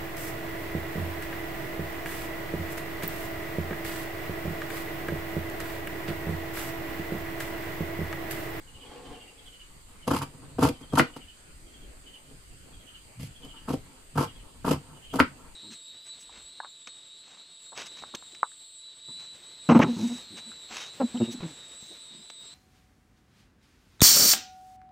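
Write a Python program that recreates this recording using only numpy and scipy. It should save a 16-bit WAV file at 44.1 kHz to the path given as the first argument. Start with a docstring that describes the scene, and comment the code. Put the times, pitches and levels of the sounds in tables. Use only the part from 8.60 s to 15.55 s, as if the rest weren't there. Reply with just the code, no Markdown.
"""Scissors cutting cloth on a table

Scissors resting on a wooden table cut thin stretchy cloth in eight strokes; twice the handles clap shut.
Random clicks and jolts ring the modes of table top and handles; fine thread snaps ring the blades.
Hands and steel slide on the wood between strokes: dense clicks swell and fade through its modes.
Two small animals trill outdoors, one higher and one lower, as gliding sines with noisy envelopes.
Shaped noise gives a thin insect hiss and the room's rumble."""
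import sys
import numpy as np
from scipy import signal
from scipy.fft import rfft, irfft
from scipy.io import wavfile
from scipy.ndimage import uniform_filter1d

SR = 44100
rng = np.random.default_rng(int(sys.argv[2]) if len(sys.argv) > 2 else 0)


def master_out(mix):
    """Clip the mix to full scale and print it as 16-bit PCM to the path in sys.argv[1]."""
    frames = np.transpose(np.atleast_2d(mix))
    ceiling = np.clip(frames, -1, 1)
    pcm = np.round(ceiling * 32767).astype(np.int16)
    wavfile.write(sys.argv[1], SR, pcm)


N = 306495

# All levels in the tables are relative.
# Rumble, room tone and distant insects: (frequency [Hz], spectral density [dB])
AIR_SPECTRUM = [(13, -26.5), (22, 4), (59, -3.5), (241, -14.5), (325, -15), (963, -22), (2710, -21.5),
                (3020, -20), (3650, -26.5), (4790, -22), (5340, -33.5), (8250, -17.5), (11700, -36),
                (13500, -29.5), (14600, -38.5)]
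# Depth of the drifting patches in the air: (frequency [Hz], depth [dB])
PATCH_DEPTH = [(100, 2.9), (2000, 2.5), (6000, 1.2), (14000, 1.5)]
# Likeness of the air at the two sides: (frequency [Hz], correlation [-1 to 1])
LIKENESS = [(60, 0.87), (240, 0.58), (940, -0.2), (3710, 0.028), (14600, -0.042)]
# Reverberation time before scaling: (frequency [Hz], t60 [s])
ROOM_DECAY = [(100, 0.1533), (500, 0.14), (1600, 0.27), (4000, 0.31), (10000, 0.18)]
# Phrases of the two callers: (first note [s], time to last note [s], first pitch [Hz], last pitch [Hz],
# first level [dB], last level [dB])
PHRASES = [(.068, 0.14, 2945, 2945, -47.5, -41.5), (0.192, 0.059, 3210, 3240, -47.5, -46),
           (.3, 0.057, 3190, 2830, -49, -51), (0.444, .16, 3076, 3150, -45.5, -46),
           (.527, 0.14, 2850, 2800, -45.5, -46.5), (.774, 0.08, 3280, 3310, -47, -46),
           (.855, 0.14, 3030, 2963, -46, -41), (1.415, 0.036, 2990, 2990, -45.5, -46.5),
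           (2.136, 0.16, 3125, 3280, -48.5, -45), (2.457, 0.22, 2936, 2964, -45.5, -43),
           (3.06, 0.15, 3220, 3230, -52, -48.5), (3.458, 0.075, 3000, 2980, -43, -41),
           (4.122, .216, 3295, 3080, -49, -47), (4.265, .072, 2960, 2925, -45, -43.5),
           (4.748, 0.2, 3300, 3140, -47.5, -45), (4.82, .14, 3013, 2950, -45, -43),
           (5.669, .075, 3250, 3270, -44, -49.5), (5.67, 0.11, 2950, 2985, -43, -52),
           (6.349, 0.14, 3000, 2874, -48, -43), (6.441, .06, 3100, 3200, -44.5, -41.5)]
# A hand sweeps to and fro over the far part of the table: (loudest at [s], length [s], level [dB])
SWEEPS = [(.33, 0.62, -48), (.51, .35, -46), (.8, 0.63, -60)]
# Hands, cloth and steel slide on the wood: (loudest at [s], length [s], level [dB],
# table boom over that [dB], handles over that [dB])
SLIDES = [(1.35, 0.22, -57.5, -9, 1), (1.72, 0.31, -52, -3, -13), (1.85, 0.53, -47, 4, -5.5),
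          (2.23, 0.29, -47.5, -4, -7.5), (2.5, 0.31, -46, -10, -7), (2.6, 0.14, -47, -4, -19),
          (3.16, 0.27, -52.5, -1, -18), (3.46, 0.43, -59, -22, -18.5), (3.71, 0.17, -48, 2, -15),
          (3.93, 0.086, -52, 5, -13), (4.12, 0.19, -55, -11, -5), (4.23, 0.11, -56.5, -5, -13),
          (4.47, 0.13, -54.5, 5.5, -16), (4.86, 0.13, -42.5, -0.5, -10), (4.96, 0.3, -54.5, -8, 1.5),
          (5.32, 0.37, -51.5, -2, -3.5), (5.75, 0.29, -58, -7, -14), (5.9, 0.63, -56, -6, -0.5),
          (6.32, 0.32, -48.5, 2.5, -2.5), (6.74, 0.14, -44.5, 0.5, -21), (6.83, 0.36, -53.5, -16, 2.5)]
# Pushes of the closing hand: (start [s], length [s], first level [dB], last level [dB],
# and over those: table boom [dB], handles [dB], blades at first [dB], blades at last [dB])
PUSHES = [(1.468, 0.011, -26, -26.5, -16, -9, -9, -21), (1.504, 0.018, -8.5, -38, -9, -3, -12, -13),
          (1.529, 0.063, -21.5, -37, 1.5, -4, -13.5, -7.5), (1.604, 0.024, -49, -40, 0, 11, -8, 3.5),
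          (1.981, .012, -18.5, -29, -4, -8, -26, -14.5), (1.998, 0.022, -39, -27.5, -3, 1, -4, -15),
          (2.024, 0.057, -19, -22.5, -6, -6, -16.5, -16), (2.321, 0.012, -19, -34.5, -12, -11, -16, -23),
          (2.348, .02, -33, -40, -7, 4, -1, -17), (2.372, 0.019, -15, -15.5, -22, 1.5, -13, -7.5),
          (4.591, 0.079, -45, -59, 23.5, -8.5, -5, 6.5), (5.073, 0.061, -31, -35, -5, -8.5, -18, -14.5),
          (5.129, 0.014, -25, -36.5, -1, -18, -10.5, -11), (5.55, 0.015, -38, -38, 7, -3, -17, -13),
          (5.57, 0.08, -23, -35, -5.5, 1.5, -17, -8), (6.041, .055, -26.5, -24.5, -5.5, -4.5, -23, -13.5),
          (6.107, 0.047, -18.5, -36, -2, -4, -17, -18), (6.526, 0.053, -27.5, -31.5, -2, -10, -14, -24.5),
          (6.584, .013, -32, -18, -9, 5, -16, -9.5)]
# The blades bite harder for a moment: (start [s], level [dB], and over it: table boom [dB], handles [dB],
# blades [dB]; fade t60 [s], opening jolt over the surge [dB])
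BITES = [(1.476, -15.5, -19, -9, -17.5, 0.088, 19.5), (1.511, -19, -5, -5.5, -12.5, 0.051, 22.5),
         (1.546, -26.5, -11, -20, -12, .032, 20), (1.562, -31.5, -1, 4, -8.5, 0.069, 23.5),
         (1.613, -32.5, 4, 6.5, -13, .05, 20), (1.627, -23, -6, -5, -13, .032, 13.5),
         (1.986, -25, -2.5, -21, -28, .04, 27), (2.023, -9.5, -7, -5, -19.5, 0.064, 16.5),
         (2.048, -15, -3.5, -4.5, -30, .054, 21), (2.086, -30, -25, -24, 1.5, 0.029, 19.5),
         (2.209, -39, -1, -10, -8, 0.043, 18), (2.333, -19, -1.5, -14.5, -19, .038, 22.5),
         (2.353, -27, -30, -4, -7, .05, 12.5), (2.562, -33.5, -9.5, -5.5, -16, 0.091, 20.5),
         (4.597, -50, 25, -18, 2.5, .05, 21.5), (4.631, -41.5, -5, -30.5, -6, 0.058, 22.5),
         (4.846, -42, -16, -26, -5.5, 0.054, 20.5), (5.081, -32.5, -11, -2.5, -23, 0.04, 24.5),
         (5.101, -22.5, -8.5, -9, -31, 0.058, 21.5), (5.136, -25, -12, -18, -23, 0.06, 25),
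         (5.556, -28.5, 6, -7, -21, 0.062, 20.5), (5.576, -24, 4.5, 2.5, -17, .06, 20),
         (5.605, -25, -15, -6, -17, .037, 24), (5.625, -21.5, -24, -20, -24, 0.04, 20),
         (6.045, -23, -8, -3, -26, .061, 19), (6.077, -18.5, -15, -6.5, -18, 0.044, 21),
         (6.108, -17.5, -6, -12, -11.5, 0.073, 21), (6.127, -24, 4, -24, -17, 0.033, 18),
         (6.537, -27, -10, -1.5, -22, 0.046, 20.5), (6.556, -22.5, -14, -17, -16.5, 0.064, 22)]
# The handles clap shut: (time [s], level [dB])
CLAPS = [(2.3959, -4.5), (6.601, -4.5)]

# Modes of the far part of the table: (frequency [Hz], width [Hz], level [dB])
FAR_TABLE_MODES = [(268.6, 150, -5.5), (481, 42, 2), (735, 33.5, -6), (832.6, 29, -1.5), (1108, 108, -11),
                   (1212, 64, -10.5), (2190, 3200, -20.5)]
# Modes of the table top: (frequency [Hz], width [Hz], level [dB])
TABLE_MODES = [(196, 130, -0.5), (257.7, 84, 4.5), (327.5, 30.9, 1), (466, 66, -1.5), (530.2, 57, -6),
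               (627.5, 33, -7), (788, 24, -8.5)]
# Lowest modes of the table top: (frequency [Hz], width [Hz], level [dB])
BOOM_MODES = [(81.3, 34.3, -4.5), (102.9, 17, 0), (144.5, 19.8, 4), (172.2, 86, -9.5)]
# Modes of the handles: (frequency [Hz], width [Hz], level [dB])
HANDLE_MODES = [(866, 56, 3.5), (931, 41.6, 8.5), (1057, 59.5, 4.5), (1130, 80, 4), (1309, 124, 3),
                (1428, 120, -4), (1520, 82.6, -3), (1755, 100, -21.5)]
# Modes of the blades: (frequency [Hz], width [Hz], level [dB])
BLADE_MODES = [(2343, 47, 15), (2920, 140, -9.5), (3383, 150, 0.5), (4530, 120, -6), (5090, 140, 6.5),
               (6890, 200, -18.5), (8220, 94, -2), (9750, 280, 3.5), (10880, 470, -6.5), (10700, 97, -3.5),
               (13460, 170, -6)]
# Spectrum of the parting fibres: (frequency [Hz], spectral density [dB])
FIBRE_SPECTRUM = [(1060, -39.5), (1800, -1.5), (2990, 1), (3880, -4.5), (4960, -4.5), (9540, -8),
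                  (10400, -7), (13500, -11), (14500, -26.5)]
# Wide, quickly damped modes of the closed handles: (frequency [Hz], width [Hz], level [dB])
CLAP_MODES = [(1047, 89.2, -3.5), (1400, 190, 1.5), (1978, 180, -4.5), (2290, 240, -4.5),
              (2830, 480, -12.5), (3337, 980, -15.5), (4630, 380, -20)]
# Left over right microphone: (frequency [Hz], level [dB])
MICROPHONE_LEAN = [(60, 0.5), (150, 0), (380, 2.5), (940, 0), (2340, 0.5), (5860, -3), (14600, 0.5)]
# Rise of a push: (table [s], boom [s], handles [s], blades [s])
PUSH_RISE_S = (0.00386, 0.01, 0.0018, 0.015)
# Decay t60 after a push: (table [s], boom [s], handles [s], blades [s])
PUSH_RELEASE_S = (.15, 0.18, 0.043, .05)

# Column numbers of the driven bodies
TOP, LOW, GRIP, EDGE = 1, 2, 3, 4

AIR_RMS_DB = -51
NOTE_GAP_S, NOTE_FALL_HZ_PER_S, NOTE_PEAK_S = 0.078, 3000, 0.022
SWELL_RISE_SHARE, SWELL_ENDS_DB = 0.53, -22.5  # share of the length spent rising, level at both ends
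FADE_IN_S, FADE_IN_DB = 0.051, -10.5  # low boom fades in shortly before each push
CRACK_DB, CRACK_S = 1.5, 0.0004  # the blow of the handles heard directly
BAND_LIMIT_HZ = 14350


def gain_of(db):
    """Level: 20 dB are a factor of ten in amplitude."""
    return 10 ** (np.asarray(db) / 20)


def evened(x):
    """Normalisation: scale to an RMS of 1."""
    return x / np.sqrt(np.mean(x ** 2) + 1e-20)


def read(points, hz):
    """Logarithmic pitch scale: interpolate a curve evenly in log frequency."""
    f, value = np.transpose(points)
    return np.interp(np.log(hz + 1), np.log(f + 1), value)


def air():
    """Stationary noise: random spectra shaped into rumble and hiss, with drifting patches of level."""
    frames, hz = N // 512 + 5, np.fft.rfftfreq(2048, 1 / SR)
    a, b, c, d, patches = rng.standard_normal((frames, 1025, 5)).T
    patches = uniform_filter1d(patches, 20, 0)
    patches = evened(uniform_filter1d(patches, 8, 1))
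    same = np.clip(read(LIKENESS, hz), -1, 1)[:, None]
    left = a + 1j * b
    right = same * left + np.sqrt(1 - same ** 2) * (c + 1j * d)
    level_db = read(AIR_SPECTRUM, hz)[:, None] + read(PATCH_DEPTH, hz)[:, None] * patches
    spectra = np.array([left, right]) * gain_of(level_db)
    noise = signal.istft(spectra, nperseg=2048, noverlap=1536)[1][:, :N]
    return gain_of(AIR_RMS_DB) * evened(noise)


def room(x, decay_scale):
    """Reverberation: sparse reflections of random sign, each band decaying at its own rate."""
    taps = np.zeros((2, SR // 2))
    start = np.arange(120, SR // 2 - 20, 20)
    at = start + rng.integers(0, 20, (2, len(start)))
    np.put_along_axis(taps, at, rng.choice([-1., 1.], at.shape), 1)
    hz, t, z = signal.stft(taps, SR, nperseg=256)
    alike = np.exp(-(hz / 600) ** 2)[:, None]  # long waves arrive alike at both sides
    z[1] = alike * z[0] + np.sqrt(1 - alike ** 2) * z[1]
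    t60 = decay_scale * read(ROOM_DECAY, hz)[:, None]
    tail = signal.istft(z * gain_of(-60 * t / t60), SR, nperseg=256)[1]
    return signal.oaconvolve(x[None], tail / np.linalg.norm(tail[0]), axes=1)[:, :N]


def notes():
    """Phrasing: evenly spaced notes glide in pitch and level; returns (time [s], level [dB], pitch [Hz])."""
    out = []
    for first, span, first_hz, last_hz, first_db, last_db in PHRASES:
        count = round(span / NOTE_GAP_S) + 1
        start, end = [first, first_db, first_hz], [first + span, last_db, last_hz]
        out += list(np.linspace(start, end, count))
    return out


def trill():
    """Narrow-band modulation: falling sines with noisy amplitude and phase, unlike at the two sides."""
    t, out, calls = np.arange(3500) / SR, np.zeros((2, N + 3500)), notes()
    from_peak = t - NOTE_PEAK_S
    shape = np.exp(-(from_peak / 0.022) ** 2)
    noise = rng.standard_normal((len(calls), 2, 2, 3500))
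    husk = uniform_filter1d(noise, 170, axis=3) * np.sqrt(85)  # widens each note
    for (s, db, hz), (in_phase, quadrature) in zip(calls, husk):
        at = round(s * SR)
        turn = 2 * np.pi * (hz * t - NOTE_FALL_HZ_PER_S / 2 * from_peak ** 2)
        whistle = (in_phase + 0.66) * np.sin(turn) + quadrature * np.cos(turn)
        out[:, at:at + 3500] += gain_of(db) * shape * whistle
    direct = gain_of(-7.5) * out[:, :N]
    return direct + gain_of(-13.0) * room(out[0, :N], decay_scale=1.0)


def ring(modes):
    """Modal superposition: damped sines answer one tap of a body; energy 1."""
    t, out = np.arange(8192) / SR, np.zeros(8192)
    for k, (hz, width, db) in enumerate(modes):
        decay = np.exp(-np.pi * width * t)
        out += (-1) ** k * gain_of(db) * width * decay * np.sin(2 * np.pi * hz * t)
    return out / np.linalg.norm(out)


def through(drive, response):
    """Linear response: convolution lets one body sound every channel of the drive."""
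    return signal.oaconvolve(drive, response[None], axes=1)[:, :N]


def snaps(per_s, spread_db):
    """Random point process: clicks of both signs, a few of them large."""
    size_db = spread_db * np.minimum(rng.exponential(1, N), 4)
    size = gain_of(size_db) * rng.choice([-1., 1.], N)
    return evened(size * (rng.random(N) < per_s / SR))


def spread(per_s, spread_db, same):
    """Partial coherence: clicks at two microphones, partly shared and partly each one's own."""
    both, left, right = (snaps(per_s, spread_db) for _ in range(3))
    return np.sqrt(same) * both + np.sqrt(1 - same) * np.array([left, right])


def swells(rows, column):
    """Exponential growth and decay: gain of slides that swell and die away evenly in dB."""
    out, t = np.zeros(N), np.arange(N) / SR
    for row in rows:
        s, length, db = row[:3]
        if column > TOP:
            db += row[column + 1]
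        rising, falling = (s - t) / SWELL_RISE_SHARE, (t - s) / (1 - SWELL_RISE_SHARE)
        out += gain_of(db + SWELL_ENDS_DB * np.where(t < s, rising, falling) / length)
    return out


def rubbing(snag_db):
    """Friction noise: dense soft clicks whose strength wanders as the skin snags unevenly."""
    snags = uniform_filter1d(rng.standard_normal(N), size=900)
    snags = evened(uniform_filter1d(snags, size=900))
    return spread(2500, 2.1, same=0.82) * gain_of(snag_db * snags)


def sweeping():
    """Friction-driven resonance: a sweeping hand rings the modes of the far part of the table."""
    return through(rubbing(snag_db=1.55) * swells(SWEEPS, TOP), ring(FAR_TABLE_MODES))


def sliding():
    """Friction-driven resonance: one rubbing excites the table, its boom and the handles."""
    rub, out = rubbing(snag_db=3.5), np.zeros((2, N))
    for column, modes in [(TOP, TABLE_MODES), (LOW, BOOM_MODES), (GRIP, HANDLE_MODES)]:
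        out += through(rub * swells(SLIDES, column), ring(modes))
    return gain_of(-6.0) * out


def tick(points):
    """Minimum phase: the folded cepstrum gives a causal click with this spectrum; energy 1."""
    spectrum_db = np.maximum(read(points, np.fft.rfftfreq(2048, 1 / SR)), -80)
    cepstrum = irfft(np.log(gain_of(spectrum_db)))
    cepstrum[1:1024] *= 2
    cepstrum[1025:] = 0
    out = irfft(np.exp(rfft(cepstrum)))
    return out / np.linalg.norm(out)


def pushes(column):
    """Forced excitation: gain for one body with quick grip, even change in dB and decaying release."""
    out, t = np.zeros(N), np.arange(N) / SR
    for s, length, first_db, last_db, boom, handles, *blades in PUSHES:
        u = t - s
        share = [(0, 0), (boom, boom), (handles, handles), blades][column - 1]
        db = np.interp(u, [0, length], np.add([first_db, last_db], share))
        rise = np.clip(u / PUSH_RISE_S[column - 1], 0, 1)
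        if column == LOW:
            fade_in = gain_of(FADE_IN_DB) * np.clip(1 + u / FADE_IN_S, 0, 1)
            rise = np.maximum(rise, fade_in)
        out += rise * gain_of(db - 60 * np.maximum(u - length, 0) / PUSH_RELEASE_S[column - 1])
    return out


def bites(column, rise_s):
    """Impulsive excitation: gain of the short surges, and the single jolt near the start of each."""
    surge, jolts, t = np.zeros(N + 4000), np.zeros(N), np.arange(4000) / SR
    for row in BITES:
        s, db, fade_s, jolt_db = row[0], row[1], row[5], row[6]
        if column > TOP:
            db += row[column]
        at = round(s * SR)
        surge[at:at + 4000] += (1 - np.exp(-t / rise_s)) * gain_of(db - 60 * t / fade_s)
        jolts[at + 40] = gain_of(db + jolt_db)
    return surge[:N], jolts


def cutting():
    """Stick-slip and fracture: slips of the edge drive wood and handles; fibre snaps ring the blades."""
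    slips, fibres = spread(2000, 5.4, same=0.47), spread(3000, 3.2, same=0.4)
    near = slips.mean(0)
    out = np.zeros((2, N))
    bodies = [
        (TOP, 0.96 * near + 0.15 * slips, TABLE_MODES),
        (LOW, near[None], BOOM_MODES),  # long waves reach both sides alike
        (GRIP, slips, HANDLE_MODES),
    ]
    for column, train, modes in bodies:
        surge, jolts = bites(column, rise_s=0.002)
        force = gain_of(-5.0) * pushes(column) + gain_of(-23.0) * surge
        out += through(train * force + jolts, ring(modes))
    surge, _ = bites(EDGE, rise_s=0.0032)
    edge = gain_of(-7.5) * pushes(EDGE) + gain_of(-6) * surge
    edge = uniform_filter1d(edge, size=180)  # tearing swells a little slower than the jolt
    # fibres part in bunches, when the edge slips most
    clumps = evened(uniform_filter1d(abs(near), size=130)) ** 0.9
    steel = gain_of(-0.5) * ring(BLADE_MODES)[:2048] + gain_of(7.5) * tick(FIBRE_SPECTRUM)
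    return out + through(fibres * edge * clumps, steel)


def claps():
    """Impact: a short blow and its fading rattle ring handles and blades and thump the table."""
    t, drive, crack = np.arange(2000) / SR, np.zeros((2, N + 2000)), np.zeros(N)
    fade = gain_of(-30 - 60 * t / 0.097) * (t > 0.001)
    rattle = rng.standard_normal((len(CLAPS), 2, 2000)) * fade
    pulse = signal.windows.hann(round(CRACK_S * SR))
    for (s, db), shake in zip(CLAPS, rattle):
        at = round(s * SR)
        drive[:, at:at + 2000] += gain_of(db) * shake
        drive[:, at:at + 8] -= gain_of(db) * signal.windows.hann(8) / 4
        crack[at:at + len(pulse)] -= gain_of(db + CRACK_DB) * pulse
    body = gain_of(17.0) * ring(CLAP_MODES) + gain_of(14.5) * ring(TABLE_MODES)
    body += gain_of(5.0) * ring(BOOM_MODES) + gain_of(-4.0) * ring(BLADE_MODES)
    return through(drive[:, :N], body) + crack


def scene():
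    """Superposition: outdoor calls and air add to the table's direct and reverberant sound."""
    background = air() + trill()
    near = sweeping() + sliding() + cutting()
    clap = claps()
    to_room = gain_of(-6.5) * near.mean(0) + gain_of(-7.5) * clap.mean(0)
    table = near + clap + room(to_room, decay_scale=0.71)
    # high-pass keeps the table sounds free of deep rumble
    table = signal.lfilter(*signal.butter(2, 62., "high", fs=SR), table)
    return background + table


def record(dry):
    """Transduction: unequal microphones, clipping at full scale, then the band limit."""
    lean_db = read(MICROPHONE_LEAN, np.fft.rfftfreq(N + 1, 1 / SR))
    lean = gain_of(np.outer([.5, -.5], lean_db))
    heard = irfft(rfft(dry, N + 1) * lean, N + 1)[:, :N]
    clipped = np.clip(heard, -1, 1)
    low_pass = signal.firwin(511, BAND_LIMIT_HZ, window=("kaiser", 9), fs=SR)
    return signal.oaconvolve(clipped, low_pass[None], "same")


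dry = scene()
out = record(dry)
master_out(out)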